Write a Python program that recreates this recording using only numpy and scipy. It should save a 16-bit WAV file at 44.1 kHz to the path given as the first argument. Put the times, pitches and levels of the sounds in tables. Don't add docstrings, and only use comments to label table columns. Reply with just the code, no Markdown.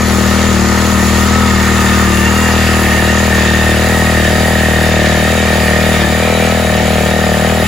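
import sys
import numpy as np
from scipy import signal
from scipy.fft import rfft, irfft, next_fast_len
from scipy.io import wavfile
from scipy.ndimage import uniform_filter1d, map_coordinates

SR = 44100
rng = np.random.default_rng(int(sys.argv[2]) if len(sys.argv) > 2 else 0)


def persist_wave(psi):
    counts = np.round(np.clip(psi, -1, 1) * 32767).astype(np.int16)
    wavfile.write(sys.argv[1], SR, np.atleast_2d(counts).T)


def boost_factor(decibels):
    exponent = np.asarray(decibels, float) / 20
    return 10 ** exponent


N = 338247

# t/s, left minus right level/dB
PASSING_BALANCE = [(0, 3.5), (2.5, 2.5), (4, 2), (6.6, 2.5), (7.67, 2.5)]
# share of cycle [1], level/dB
EXHAUST_PUFFS = [
    (.01, 0),
    (.21, -16),
    (.325, -6),
    (.5, -16),
]
# f/Hz, bandwidth/Hz, level/dB
CHAMBER_MODES = [(322, 40, 6)]
BAFFLE_MODES = [(467, 96, 0)]
TAILPIPE_MODES = [(598.6, 107, 0)]
OUTLET_MODES = [(739.5, 109, 0.5), (930, 79.8, -9)]
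# f/Hz, bandwidth/Hz, level/dB
COWL_MODES = [(1700, 132, 2), (1856, 144, 4), (2303, 590, -8.5)]
VALVE_MODES = [(6440, 130, -2.5), (6680, 116, 0.5), (7130, 420, -2.5)]
# f/Hz, bandwidth/Hz, level/dB, loudest at t/s, duration/s
PANEL_MODES = [(2089, 140, -3.5, 1.7, 0.64), (2359, 99.5, 3.5, 6.3, 0.61), (2210, 110, -10, 6.21, 0.41),
               (2740, 100, 0, 2.87, 1.5), (3020, 43, -6, 6, 3.4), (3695, 150.5, -4.5, 5.1, 2.4),
               (3597, 88, -4, 1.9, 0.54), (4300, 47, -10, 0.73, 0.4), (4791, 150, -7, 4.2, 2.9),
               (3859, 75, -6, 6.78, 0.87)]
# f/Hz, level per Hz/dB
RATTLE_SPECTRA = [
    [(820, -4), (1400, -8), (1610, -22), (1750, 1.5), (2550, -7), (4640, -9), (5500, -10.5), (7070, -11.5), (8200, -23), (10700, -52), (18000, -120)],
    [(820, -43), (1400, -7.5), (1850, -3), (2100, -3.5), (2350, -3.5), (3180, -7), (5710, -16), (6970, -20), (8200, -22), (10700, -52), (18000, -120)],
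]
# f/Hz, level per Hz/dB
AIR_SPECTRUM = [(5000, -27), (7500, -1.5), (9000, 2.5), (12000, -2), (14000, -3.5), (15900, -8.5)]
SOIL_SPECTRUM = [(20, -26), (45, -9), (100, -7.5), (250, -5.5), (600, -8), (900, -5), (1300, -67)]
GUARD_SPECTRUM = [(600, -62), (850, -1.5), (1000, -2.5), (1300, 0.5), (1550, -2), (2000, -40)]
# f/Hz, left minus right level/dB
PORT_LEAN = [(60, 4), (300, 5), (700, 1), (1300, -0.5), (2400, -0.5), (4400, 4.5), (6500, 2.5), (8500, 0.5)]
# f/Hz, coherence [1]
PORT_COHERENCE = [(60, 1), (250, .97), (700, .85), (1400, .8), (3000, .7), (5000, .45), (6200, .34),
                  (7400, .44), (8400, .88), (16000, .92)]
# f/Hz, phase by which left leads [rad]
PORT_PHASE = [(60, 0), (200, -.2), (450, -.72), (1460, -.6), (2840, .6), (5600, 0), (7000, 0),
              (9000, -3.14), (11050, -6.28), (12400, -8.35), (13350, -9.42), (15200, -12.57),
              (17000, -14.5)]
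# t/s, duration/s, firing rate lost [Hz]
SOIL_BITES = [(0.061, 0.33, 1.37), (0.517, 0.16, 2.9), (0.697, 0.14, 0.97), (0.94, 0.17, 2.0),
              (1.119, 0.19, 0.83), (1.482, 0.32, 1.61), (1.83, 0.2, 1.83), (2.053, 0.15, 2.9),
              (2.197, 0.12, 1.73), (2.486, 0.38, 0.9), (2.826, 0.35, 1.6), (3.276, 0.45, 1.65),
              (3.719, 0.12, 1.6), (3.982, 0.32, 0.83), (4.154, 0.29, 1.26), (4.548, 0.342, 1.35),
              (4.954, 0.21, 2.08), (5.172, 0.082, 2.07), (5.419, 0.38, 1.39), (5.655, 0.55, 0.61),
              (6.005, 0.089, 3.86), (6.643, 0.117, 2), (6.764, 0.307, 1.1), (6.973, 0.25, 1.4),
              (7.264, 0.19, 2.14), (7.544, 0.51, 1.1)]
# t/s, heading [0 nose on, 1 flank on]
HEADING = [(0, 0.071), (.9, 0.16), (1.5, 0.29), (2.1, 0.37), (2.6, 0.46), (3.4, 0.56), (4.4, 0.68),
           (5.2, 0.73), (6, 0.81), (6.4, 0.96), (7.67, 0.94)]
DIRECTIVITY = {"crank": (-18, -16, -17, -20, 0.1), "pumping": (-39, -37.5, -24, -24.5, 0.5),
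               "boom": (-14.5, -14.5, -17, -17.5, 0.3), "chamber": (-22.5, -24, -22.5, -29, 2.6),
               "baffle": (-25, -23.5, -22, -20, -1.8), "tailpipe": (-25.5, -32.5, -19.5, -20.5, 0),
               "outlet": (-33, -28, -24, -22, -1), "fan": (-26, -19.5, -27.5, -28.5, -1.6),
               "cowl": (-28, -18.5, -15, -22, 0.3), "rattle": (-21, -21, -22, -23, 0),
               "valve": (-27, -24.5, -28, -30, -1.1), "air": (-28.5, -27.5, -28, -30, -0.5),
               "guard": (-27, -26, -29.5, -31, 0), "earth": (-28.5, -27, -24.5, -24.5, 1)}

FREE_HZ = 40.33
FULL_LOAD_HZ = 2
GRAB_S, LET_GO_S = 0.0435, 0.0733
START, PIPE_LAG = -.11, .026
TOP_HZ = 15830


def unit(x):
    return x / np.sqrt(np.mean(x ** 2) + 1e-20)


def along(points, hz):
    f, v = np.transpose(points)
    return np.interp(np.log(hz + 1), np.log(f + 1), v)


def curves(rows):
    s, *cols = np.transpose(rows)
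    return [np.interp(np.arange(N) / SR, s, c) for c in cols]


def wobble(rate):
    t = np.arange(0, N + 32, 32)
    knots = rng.standard_normal(int(N * rate / SR) + 4)
    return np.interp(np.arange(N), t, map_coordinates(knots, [t * rate / SR]))


def filtered(x, response):
    m = next_fast_len(N + SR // 4)
    return irfft(rfft(x, m) * response(np.fft.rfftfreq(m, 1 / SR)), m)[..., :N]


def resonant(x, modes):
    def response(f):
        total = 0
        for k, (center, width, db) in enumerate(modes):
            damping = 1j * f * width
            total = total + (-1) ** k * boost_factor(db) * damping / (center * center - f * f + damping)
        return total
    return unit(filtered(x, response))


def hiss(spectrum, patchy_db):
    z = signal.stft(rng.standard_normal(N), nperseg=512)[2]
    field = uniform_filter1d(uniform_filter1d(rng.standard_normal(z.shape), 5, 0), 12, 1)
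    noise = signal.istft(z * boost_factor(patchy_db * unit(field)), nperseg=512)[1][:N]
    return unit(filtered(noise, lambda hz: boost_factor(along(spectrum, hz)) * (hz < spectrum[-1][0])))


def gate(cycle, at, width, depth_db):
    return boost_factor(depth_db * np.exp((np.cos(2 * np.pi * (cycle - at)) - 1) / (2 * np.pi * width) ** 2))


def strokes(cycle, pattern, jitter_s, scatter_db):
    out, whole = np.zeros(N), np.arange(int(cycle[-1]))
    for share, db in pattern:
        chance = rng.standard_normal((len(whole), 2))
        at = np.interp(whole + share, cycle, np.arange(N)) + jitter_s * SR * chance[:, 0]
        out += np.bincount(np.clip(at, 0, N - 1).astype(int), boost_factor(db + scatter_db * chance[:, 1]), N)
    return out


def shaft_order(cycle, k):
    return np.sqrt(2) * boost_factor(1.0 * wobble(20)) * np.cos(2 * np.pi * k * cycle + 1.3 * wobble(26))


def drag():
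    t = np.arange(0, N + 64, 64) / SR
    step = lambda u: (1 + np.tanh(u)) / 2
    lost = sum(hz * step((t - s) / GRAB_S) * step((s + span - t) / LET_GO_S) for s, span, hz in SOIL_BITES)
    return np.interp(np.arange(N) / SR, t, lost)


def heard(part, unsteady_db, rate=5):
    *views_db, per_hz = DIRECTIVITY[part]
    heading, = curves(HEADING)
    load = FULL_LOAD_HZ * np.tanh(drag() / FULL_LOAD_HZ)
    view_db = np.interp(heading, np.linspace(0, 1, len(views_db)), views_db)
    return view_db + per_hz * (load - load.mean()) + unsteady_db * wobble(rate)


def scattered(x):
    t = np.arange(SR // 4) / SR
    tail = rng.standard_normal(len(t)) * boost_factor(-60 * t / .3)
    return filtered(x, lambda hz: np.exp(1j * np.angle(rfft(tail, 2 * len(hz) - 2))))


def soil():
    guard_db = heard("guard", 0.58)
    earth = boost_factor(heard("earth", 1.9)) * hiss(SOIL_SPECTRUM, patchy_db=0.5)
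    return earth + boost_factor(guard_db + 4.5) * hiss(GUARD_SPECTRUM, patchy_db=1.0)


def cooling_air(cycle):
    level = boost_factor(heard("air", .6) + 0.82 * wobble(14))
    surge = gate(2 * cycle, 0.62, 0.17, depth_db=0.5) * gate(2 * cycle, 0.76, 0.19, depth_db=2.5)
    return level * surge * hiss(AIR_SPECTRUM, patchy_db=0.9)


def panels(strand_db):
    hz, t, z = signal.stft(rng.standard_normal(N), SR, nperseg=2048)
    hz = hz[:, None]
    power = 0
    for center, width, db, s, span in PANEL_MODES:
        facing = np.exp(-((t - s) / span) ** 2)
        power = power + boost_factor(2 * db) * facing / (1 + (2 * (hz - center) / width) ** 2)
    field = rng.standard_normal(z.shape)
    strands = unit(uniform_filter1d(uniform_filter1d(field, size=2, axis=0), size=14, axis=1))
    return unit(signal.istft(z * np.sqrt(power) * boost_factor(strand_db * strands), SR, nperseg=2048)[1][:N])


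def rattle(cycle):
    level = boost_factor(heard("rattle", .5) + 1.74)
    shake = unit(gate(2 * cycle, 0.58, 0.25, depth_db=3.0) * boost_factor(0.98 * wobble(90)))
    turned = np.pi / 2 * np.clip(curves(HEADING)[0], 0, 1)
    front, flank = [hiss(spectrum, patchy_db=1.2) for spectrum in RATTLE_SPECTRA]
    return level * shake * (np.cos(turned) * front + np.sin(turned) * flank + 0.47 * panels(strand_db=5.0))


def valves(cycle):
    level = boost_factor(heard("valve", .8) - 1.5)
    snap = gate(cycle, 0.742, 0.05, depth_db=10.5) * gate(cycle, 0.25, 0.039, depth_db=5)
    snap = unit(snap * gate(cycle, 0.47, 0.063, depth_db=5.5) * boost_factor(1.1 * wobble(30)))
    return level * resonant(snap * rng.standard_normal(N), VALVE_MODES)


def cowl(cycle):
    cowl_db = heard("cowl", 0.44)
    order = lambda k: shaft_order(cycle, k)
    slap = gate(2 * cycle, -0.096, 0.19, depth_db=11.5) * gate(cycle, -0.038, 0.33, depth_db=7.5)
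    slap = unit(slap * boost_factor(0.53 * wobble(40)))
    mesh = .7 * order(48) + order(47) + .3 * order(45) + .3 * order(49)
    teeth = resonant(slap * mesh, COWL_MODES) + .35 * order(47) + .25 * order(48)
    knocks = resonant(slap * rng.standard_normal(N), COWL_MODES)
    return boost_factor(cowl_db - 5.0) * teeth + boost_factor(cowl_db - 6.0) * knocks


def fan(cycle):
    fan_db = heard("fan", 0.79)
    throb = unit(gate(2 * cycle, 0.77, 0.12, depth_db=4) * gate(cycle, 0.25, 0.16, depth_db=6))
    return throb * (boost_factor(fan_db - 3) * shaft_order(cycle, 32) + boost_factor(fan_db - 10) * shaft_order(cycle, 24))


def casing(cycle):
    return fan(cycle) + cowl(cycle) + valves(cycle) + rattle(cycle) + cooling_air(cycle)


def thump(cycle):
    crank_db, pump_db, boom_db = heard("crank", 0.51), heard("pumping", 1.4), heard("boom", 0.54)
    levels = [crank_db - 17.0, crank_db, crank_db - 5.5, pump_db, boom_db - 2.0, boom_db - 6]
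    out = np.zeros(N)
    for k, db in enumerate(levels, 1):
        lead = k * (.85 if k % 2 else .3) - .6
        out += np.sqrt(2) * boost_factor(db + 0.38 * wobble(22)) * np.cos(k * 2 * np.pi * cycle + lead)
    return out


def bark(cycle):
    chamber_db, baffle_db = heard("chamber", .8), heard("baffle", 0.52)
    pipe_db, outlet_db = heard("tailpipe", 1.0), heard("outlet", 0.45)
    puffs = strokes(cycle, EXHAUST_PUFFS, jitter_s=.00005, scatter_db=.9)

    def steep(modes):
        broader = [(hz, 1.67 * width, db) for hz, width, db in modes]
        return resonant(resonant(puffs, modes), broader)
    gas = gate(cycle, .05, 0.17, depth_db=11) * rng.standard_normal(N)
    breath = boost_factor(-13) * resonant(gas, TAILPIPE_MODES)
    inner = boost_factor(chamber_db - 1.5) * steep(CHAMBER_MODES) - boost_factor(baffle_db - 2) * steep(BAFFLE_MODES)
    pipe = boost_factor(pipe_db - 1.2) * (steep(TAILPIPE_MODES) + breath)
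    return inner + pipe - boost_factor(outlet_db - 0.3) * steep(OUTLET_MODES)


def machine():
    cycle = START + np.cumsum(FREE_HZ - drag()) / SR
    return thump(cycle) + bark(cycle - PIPE_LAG), casing(cycle) + soil()


def scene():
    exhaust, noises = machine()
    both = np.array([1.027 * exhaust + noises, scattered(noises)])
    sides = []
    for sign in (1, -1):
        def port(hz):
            turn = np.arccos(np.clip(along(PORT_COHERENCE, hz), 0, 1)) / 2
            phase = np.interp(hz, *np.transpose(PORT_PHASE))
            gain = boost_factor(sign * along(PORT_LEAN, hz) / 2) * np.exp(.5j * sign * phase)
            return gain * [np.cos(turn), sign * np.sin(turn)]
        sides.append(filtered(both, port).sum(0))
    pan_db, = curves(PASSING_BALANCE)
    return np.array(sides) * boost_factor(np.outer([.5, -.5], pan_db - pan_db.mean()))


def joint_stereo(x, weaker_db, from_hz, thin_db, thin_hz, size=16):
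    hz, _, z = signal.stft([x[0] + x[1], x[0] - x[1]], SR, nperseg=2048)
    bands = abs(z[:, :-1].reshape(2, -1, size, z.shape[2])) ** 2
    power = uniform_filter1d(bands.sum(2), size=3, axis=2)
    mood_db = unit(uniform_filter1d(rng.standard_normal(power.shape), size=4, axis=2))
    weak = np.repeat(power < power[::-1] * boost_factor(2 * weaker_db + 3 * mood_db), size, axis=1)
    z[:, :-1] *= ~(weak & (hz[:-1, None] > from_hz))
    patch = uniform_filter1d(uniform_filter1d(abs(z) ** 2, size=6, axis=1), size=2, axis=2)
    faint = patch < boost_factor(2 * thin_db) * uniform_filter1d(patch, size=25, axis=2).max(0)
    z *= ~(faint & (hz[:, None] > thin_hz))
    mid, side = signal.istft(z * (hz[:, None] < TOP_HZ), SR, nperseg=2048)[1][:, :N]
    return np.array([mid + side, mid - side]) / 2


def top_cut(x):
    return signal.sosfilt(signal.butter(12, 16790, fs=SR, output="sos"), x)


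def record(dry):
    soft = dry / (1 + np.abs(dry / 1.13) ** 5) ** (1 / 5)
    mix = joint_stereo(soft, weaker_db=-4.5, from_hz=6300, thin_db=-2.5, thin_hz=13700)
    return top_cut(mix)


dry = scene()
out = record(dry)
persist_wave(out)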